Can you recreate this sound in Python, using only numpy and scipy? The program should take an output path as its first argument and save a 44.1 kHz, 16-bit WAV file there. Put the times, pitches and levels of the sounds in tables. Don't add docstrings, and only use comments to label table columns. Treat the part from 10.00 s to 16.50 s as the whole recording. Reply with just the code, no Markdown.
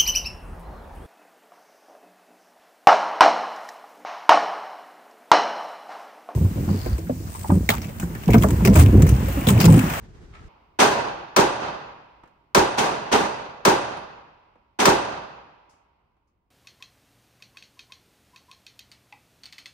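import sys
import numpy as np
from scipy import signal
from scipy.fft import rfft, irfft
from scipy.io import wavfile
from scipy.ndimage import uniform_filter1d

SR = 44100
rng = np.random.default_rng(int(sys.argv[2]) if len(sys.argv) > 2 else 0)


def master_out(mix):
    frames = np.transpose(np.atleast_2d(mix))
    ceiling = np.clip(frames, -1, 1)
    pcm = np.round(ceiling * 32767).astype(np.int16)
    wavfile.write(sys.argv[1], SR, pcm)


N = 286796
AGE = np.arange(2 * SR) / SR


def amp(db):
    return 10 ** (np.asarray(db) / 20)


def read(points, hz):
    f, value = np.transpose(points)
    return np.interp(np.log(hz + 1), np.log(f + 1), value)


def add(mix, start_s, sound):
    part = mix[:, round(start_s * SR):][:, :sound.shape[1]]
    part += sound[:, :part.shape[1]]


def swell(delay, rise, t60, hold=0):
    t = np.maximum(AGE - delay, 0)
    attack = 1 - np.exp(-t / max(rise, 1e-5))
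    decay = 1e-3 ** (np.maximum(t - hold, 0) / t60)
    return attack * decay


def lumps(depth_db, every_s, size=len(AGE)):
    knots = rng.standard_normal(size // 16)
    knot_position = np.arange(size) / SR / every_s
    gain = amp(depth_db * np.interp(knot_position, np.arange(len(knots)), knots))
    return gain / np.sqrt(np.mean(gain ** 2))


# [pitch_hz, correlation]
MIC_LIKENESS = [(40, 0.85), (170, 0.8), (300, 0.92), (450, 0.2), (650, 0), (900, 0.27), (1300, 0),
                (3000, 0.1), (9500, -.15), (10500, -.8), (11400, -0.9), (12200, 0.7)]
# [pitch_hz, balance_db]
NEAR_BALANCE = [(100, 4), (400, -4), (900, 1), (2200, -1), (4000, 2.5), (5600, 8.5), (9000, 9), (12000, -1)]
HALL_BALANCE = [(60, -1.5), (200, -3.5), (500, -2.5), (1000, -2), (3500, -1), (5600, 6.5), (9000, 1),
                (12000, -1)]


def reflections(size=len(AGE), side=HALL_BALANCE):
    hz = np.fft.rfftfreq(size, 1 / SR)
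    left, other = rfft(rng.standard_normal((2, size)))
    same = np.clip(read(MIC_LIKENESS, hz), -1, 1)
    right = same * left + np.sqrt(1 - same ** 2) * other
    balance = amp(np.outer([.5, -.5], read(side, hz)))
    balance /= np.sqrt(np.mean(balance ** 2, 0))
    return irfft(balance * np.array([left, right]), size)


def colour(x, spectrum, modes=(), tilt_db=0, size=8192):
    hz = np.fft.rfftfreq(size, 1 / SR)
    db = read(spectrum, hz) + tilt_db * np.log2((hz + 20) / 1000)
    for mode_hz, width_hz, lift_db in modes:
        db = db + lift_db / (1 + (2 * (hz - mode_hz) / width_hz) ** 2)
    gain = amp(np.maximum(db, -100))
    log_gain = np.log(gain / np.sqrt(np.mean(gain ** 2)))
    circle = np.hstack([log_gain, log_gain[-2:0:-1]])
    response = np.exp(np.conj(signal.hilbert(circle)))
    taps = np.fft.ifft(response).real[:size // 2]
    return signal.fftconvolve(x, taps[None], axes=1)[:, :x.shape[1]]


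def burst(envelope, side=HALL_BALANCE, order=3):
    x = reflections(side=side) * envelope * lumps(depth_db=1.0, every_s=0.0016)
    audible = envelope > envelope.max() / 1000
    for _ in range(order):
        z = rfft(x)
        power = uniform_filter1d(np.mean(abs(z) ** 2, 0), size=110)
        x = irfft(z / np.sqrt(abs(power) + 1e-12)) * audible
    return x * np.sqrt(2 * np.sum(envelope ** 2) / np.sum(x ** 2))


# [pitch_hz, level_db_per_hz]
HALL_SPECTRUM = [(35, -24), (55, -16), (90, -13), (140, -3.5), (200, -8.5), (400, 3), (900, 1.5),
                 (1400, -3.5), (2200, -13.5), (3500, -15), (6500, -15.5), (9500, -20), (11000, -33),
                 (15000, -36)]
# [pitch_hz, width_hz, lift_db], negative at a node
HALL_STANDING_WAVES = [(56, 12, 5.5), (141, 13, -2.5), (217, 35, 4), (810, 55, 3.5), (2630, 400, 3.5),
                       (5420, 400, -4.5), (7450, 490, -11)]
# [pitch_hz, t60_s]
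HALL_DECAY = [(60, 1.4), (150, 1.01), (400, 0.88), (900, 1.075), (2500, 1.042), (5000, 0.85), (8000, 0.58),
              (14000, 0.26)]
# [pitch_hz, level_db_per_hz]
LINGERING_RING = [(50, -11), (150, -12), (400, -3), (650, -2.5), (950, 3.5), (1350, -4), (1700, -14),
                  (2200, -9.5), (2900, -13), (3600, -21), (5000, -24.5), (9000, -53)]


def hall():
    hz, t, z = signal.stft(reflections(), SR, nperseg=512)
    decay = 1e-3 ** (t / read(HALL_DECAY, hz)[:, None])
    tail = signal.istft(z * decay, SR, nperseg=512)[1][:, :len(AGE)]
    tail = tail * (1 - np.exp(-AGE / 0.014)) * lumps(depth_db=0.98, every_s=.012)
    tail = colour(tail, HALL_SPECTRUM, HALL_STANDING_WAVES)
    ring = colour(reflections() * swell(delay=.03, rise=0.13, t60=2.17), LINGERING_RING)
    return amp(-17.0) * tail + amp(-42.0) * ring


def far_end(share):
    return 1 + share * swell(delay=.235, rise=0.034, t60=7)


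# [pitch_hz, level_db_per_hz]
LOUD_VENTILATION = [(12, -39), (20, -7), (53, 0), (229, -15), (278, -20.5), (400, -16.5), (560, -28.5),
                    (774, -28.5), (889, -29.5), (1170, -32.5), (1510, -32), (2690, -40.5), (6360, -46),
                    (9110, -55), (15000, -74)]
# [pitch_hz, level_db_per_hz]
SCUFF_SPECTRUM = [(350, -40), (600, -8), (1040, -10), (1320, 4.5), (1440, -9), (2020, -6.5), (8660, -33),
                  (12000, -51), (15600, -81), (22000, -120)]
# [start_s, level_db]
SCUFF_CUES = [(0.324, -42.5), (.418, -57)]
# [pitch_hz, level_db_per_hz]
FAINT_RUMBLE = [(20, -19.5), (35, -8), (56, -1.5), (90, -7), (140, -10.5), (300, -14.5), (600, -25),
                (1020, -25.5), (2000, -40), (3550, -48), (7000, -51.5), (15000, -51.5)]
# [pitch_hz, width_hz, lift_db]
DUCT_RINGS = [(678, 20, 7.5), (904, 20, 1), (1039, 25, 4.5), (1211, 25, 3)]
CUT_S = .478
RUMBLE_DB, RUMBLE_FALL_DB_PER_S = -63.5, 1.74


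def background():
    t, centre = np.arange(N) / SR, [(100, 0), (4000, -1)]
    air = colour(reflections(N, centre), LOUD_VENTILATION, tilt_db=0.38)
    loud = amp(-44) * lumps(depth_db=2.6, every_s=0.0255, size=N) * air
    scuff_envelope = swell(delay=0, rise=.025, t60=0.28, hold=0.025)
    for start_s, level_db in SCUFF_CUES:
        grains = reflections(side=centre) * lumps(depth_db=2.0, every_s=.005)
        add(loud, start_s, amp(level_db) * colour(grains * scuff_envelope, SCUFF_SPECTRUM))
    rumble = colour(reflections(N, centre), FAINT_RUMBLE, DUCT_RINGS)
    quiet = amp(RUMBLE_DB - RUMBLE_FALL_DB_PER_S * (t - CUT_S)) * rumble
    earlier_shot = colour(reflections(N), LINGERING_RING, tilt_db=0.4)
    quiet += amp(-54.5 - 38 * (t - CUT_S)) * earlier_shot
    fade = np.clip((t - CUT_S) / .01, 0, 1)
    return np.sqrt(1 - fade) * loud + np.sqrt(fade) * quiet


# [start_s, level_db, brightness_db_per_octave]
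KNOCK_CUES = [(2.235, -42, -1), (2.257, -49, -1), (2.275, -55, 2.5), (4.556, -49, -3), (5.736, -56.5, -1),
              (6.167, -66.5, -0.5)]
# [pitch_hz, level_db_per_hz]
KNOCK_SPECTRUM = [(100, -4), (300, 1.5), (1000, 1.5), (2000, -8.5), (4000, -21.5), (9000, -31),
                  (15000, -42.5)]


def gear_knocks():
    out = np.zeros((2, N))
    envelope = swell(delay=0, rise=0.00049, t60=.05) + .1 * swell(delay=0, rise=.01, t60=.5)
    for start_s, level_db, tilt_db in KNOCK_CUES:
        knock = colour(reflections() * envelope, KNOCK_SPECTRUM, tilt_db=tilt_db)
        add(out, start_s, amp(level_db) * knock)
    return out


# [start_s, level_db, scrape_t60_s, pitch_hz]
CASE_CUES = [(3.967, -52, .06, 10030), (5.693, -64, 0.36, 10400), (6.272, -82, 0.19, 10530)]
# [pitch_hz, width_hz, lift_db]
BRASS_COLOUR = [(6500, 1500, 3.8), (10200, 150, 12), (12700, 500, 3)]
CASE_RING_DB, CASE_SPLIT_HZ = -14, 55


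def spent_cases():
    out = np.zeros((2, N))
    scrape_spectrum = [(1500, -25), (5000, 10), (9000, 1), (15000, -17)]
    ring_envelope = swell(delay=0, rise=0.0019, t60=0.22)
    for start_s, level_db, t60_s, pitch_hz in CASE_CUES:
        scrape = reflections() * swell(delay=0, rise=0.0029, t60=t60_s)
        add(out, start_s, amp(level_db) * colour(scrape, scrape_spectrum, BRASS_COLOUR))
        ring = np.zeros((2, len(AGE)))
        for mode_hz in (pitch_hz, pitch_hz + CASE_SPLIT_HZ):
            ring += np.sin(2 * np.pi * (mode_hz * AGE + rng.random((2, 1))))
        add(out, start_s, amp(level_db + CASE_RING_DB) * ring * ring_envelope)
    return out


def lane():
    body = burst(swell(delay=0, rise=0.0062, t60=0.37, hold=0.041))
    bounce = burst(swell(delay=0.0095, rise=0.0037, t60=0.078, hold=0.006), NEAR_BALANCE)
    return body, bounce, hall()


# [start_s, lane_number, level_db, crack_db, hall_db,
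# brightness_db_per_octave, far_end_share]; hall_db stands apart from level_db
LANE_CUES = [(0.788, 0, 1, 0, 4.5, .5, .15), (2.773, 1, -7, 4, 0, 0, 0.28),
             (3.114, 2, -2, 0, 0.5, -0.74, 0.12), (4.788, 0, -3, 0.5, -6, 0.1, 0.37)]
# [pitch_hz, level_db_per_hz]
LANE_BOUNCE_SPECTRUM = [(120, -25), (200, -1), (1650, -11.5), (2210, -4), (3430, -4.5), (4120, -10.5),
                        (6170, -6), (7540, -16.5), (8420, -12.5), (9930, -16), (10700, -25.5),
                        (14900, -34.5), (16000, -43.5)]
LANE_BODY_SPECTRUM = [(29, -49), (50, -17), (141, -17), (223, -6.5), (439, -3), (572, -13.5), (783, -0.5),
                      (1360, -8.5), (1470, -7.5), (1910, -11), (6240, -22), (9870, -33), (10900, -36.5),
                      (14200, -36), (16000, -54)]
# [pitch_hz, width_hz, lift_db]
LANE_STANDING_WAVES = [(227, 36, 6.2), (423, 45, 9.8), (550.6, 40, 1), (666, 63, 3.5), (830, 51, 4.9),
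                       (960, 65, 3), (3300, 340, 1.2), (6140, 620, 3.2), (8520, 900, 5.8)]


def other_pistols():
    lanes, out = [lane() for _ in range(3)], np.zeros((2, N))
    for start_s, number, level_db, crack_db, hall_db, tilt_db, echo in LANE_CUES:
        body, bounce, room = lanes[int(number)]
        shot = amp(-14) * colour(body, LANE_BODY_SPECTRUM, LANE_STANDING_WAVES, tilt_db=tilt_db)
        shot += amp(crack_db - 14.5) * colour(bounce, LANE_BOUNCE_SPECTRUM, tilt_db=tilt_db)
        add(out, start_s, amp(level_db) * shot + amp(hall_db) * room * far_end(echo))
    return out


# [start_s, crack_db, thump_db, far_end_share]
NEAR_CUES = [(1.3627, 1, -4, 1), (2.547, 1.5, 5, 0.39), (3.6507, 0.5, -7, 0.054), (4.8538, 3, 1, 0.12)]
# [pitch_hz, level_db_per_hz]
CRACK_SPECTRUM = [(59, -49), (100, -20.5), (461, -11), (784, -4), (1170, 0.5), (1760, -4.5), (1950, -11.5),
                  (2470, -8), (2860, -15.5), (6020, -13), (7610, -23.5), (9210, -20.5), (10500, -31),
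                  (14700, -28), (16000, -33)]
BOOTH_SPECTRUM = [(35, -41), (60, -19.5), (380, -3.5), (767, -9), (842, -5), (1340, -15), (1470, -16),
                  (3420, -20), (6740, -24.5), (8710, -28.5), (10000, -42), (11000, -59.5), (12400, -34.5),
                  (14600, -40.5), (16000, -71.5)]
# [pitch_hz, width_hz, lift_db], negative at a node
BOOTH_STANDING_WAVES = [(91.5, 35, -6.5), (172, 36, -3.5), (232, 25, 4), (286, 11, 6.5), (368, 10, 8),
                        (407.5, 27, 8.5), (597, 13, 3), (670, 35, 10), (818, 27, 4), (957, 110, 9),
                        (1059, 61, 1.5), (1294, 61, 8.5), (1483, 100, 10.5), (2116, 32, 12), (2280, 38, 6),
                        (2440, 35, 2.5)]
NEAR_DB, NEAR_HALL_DB = -1, 1.24


def near_pistol():
    front = burst(swell(delay=0, rise=.0005, t60=0.06, hold=0.0027), NEAR_BALANCE)
    crack_lifts = [(5600, 2300, 0.44), (14000, 4000, -1)]
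    crack = amp(-10.5) * colour(front, CRACK_SPECTRUM, crack_lifts, tilt_db=1.5)
    rattle = burst(swell(delay=0.0023, rise=0.0045, t60=0.22, hold=0.028), NEAR_BALANCE)
    booth = amp(-11.0) * colour(rattle, BOOTH_SPECTRUM, BOOTH_STANDING_WAVES)
    low = burst(swell(delay=0.024, rise=0.0024, t60=0.072, hold=0.0074))
    low_spectrum = [(70, -21.0), (150, -5.5), (260, -2.5), (440, -8), (900, -29), (3000, -57.0)]
    booth += amp(-14.5) * colour(low, low_spectrum)
    across = burst(swell(delay=.054, rise=0.0052, t60=0.18, hold=0.02))
    across_spectrum = [(100, -16.0), (350, 2.5), (1000, 0.0), (2500, -20.0), (6000, -28.0), (15000, -52.5)]
    booth += amp(-20.5) * colour(across, across_spectrum)
    slam = burst(swell(delay=.0345, rise=.0005, t60=0.033, hold=0.012), NEAR_BALANCE)
    slide_spectrum = [(500, -19.5), (2500, -6.5), (5500, 3.5), (9000, -8.0), (15000, -19.5)]
    slide = amp(-26.5) * colour(slam, slide_spectrum)
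    gas = burst(swell(delay=0.016, rise=.018, t60=.03, hold=.045))
    gas_spectrum = [(20, -16.5), (52, -2), (70, -1.5), (100, -8.5), (160, -17.0), (500, -58.5), (2000, -90.5)]
    thump = amp(-33) * colour(gas, gas_spectrum)
    room, out = hall(), np.zeros((2, N))
    for start_s, crack_db, thump_db, echo in NEAR_CUES:
        flash_noise = reflections(side=NEAR_BALANCE) * swell(delay=0, rise=0.00068, t60=0.079)
        flash = amp(-22) * colour(flash_noise, CRACK_SPECTRUM)
        shot = amp(crack_db) * (crack + flash) + booth + slide + amp(thump_db) * thump
        tail = (room + 0.18 * hall()) * far_end(echo)
        add(out, start_s, amp(NEAR_DB) * shot + amp(NEAR_HALL_DB) * tail)
    return out


def partitions(x, share=0.4, count=12):
    taps = np.zeros((2, 2048))
    for side in taps:
        arrivals = rng.integers(60, 900, count)
        side[arrivals] = rng.choice([-1, 1], count) * share / np.sqrt(count)
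    band = signal.butter(2, [600, 4500], "band", fs=SR, output="sos")
    taps = signal.sosfilt(band, taps)
    bounced = signal.oaconvolve(x, taps, axes=1)[:, :N]
    return (x + bounced) / np.sqrt(1 + share ** 2 / 2)


def scene():
    events = near_pistol() + other_pistols() + gear_knocks() + spent_cases()
    return partitions(events) + background()


def record(dry, limit_db=-6.5, recovery_db=140, attack_s=.004):
    keep = np.exp(-1 / (attack_s * SR))
    power = signal.lfilter([1 - keep], [1, -keep], (dry ** 2).mean(0))
    power_db = 10 * np.log10(power + 1e-12)
    fall = np.arange(N) * recovery_db / SR
    held_db = np.maximum.accumulate(power_db + fall) - fall
    over_db = np.maximum(held_db - limit_db, 0)
    held = dry / amp(uniform_filter1d(over_db, size=60))
    held = held / (1 + held ** 6) ** (1 / 6)
    low_pass = signal.firwin(161, 16000, window=("kaiser", 9), fs=SR)
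    return signal.oaconvolve(held, low_pass[None], "same")


dry = scene()
out = record(dry)
master_out(out)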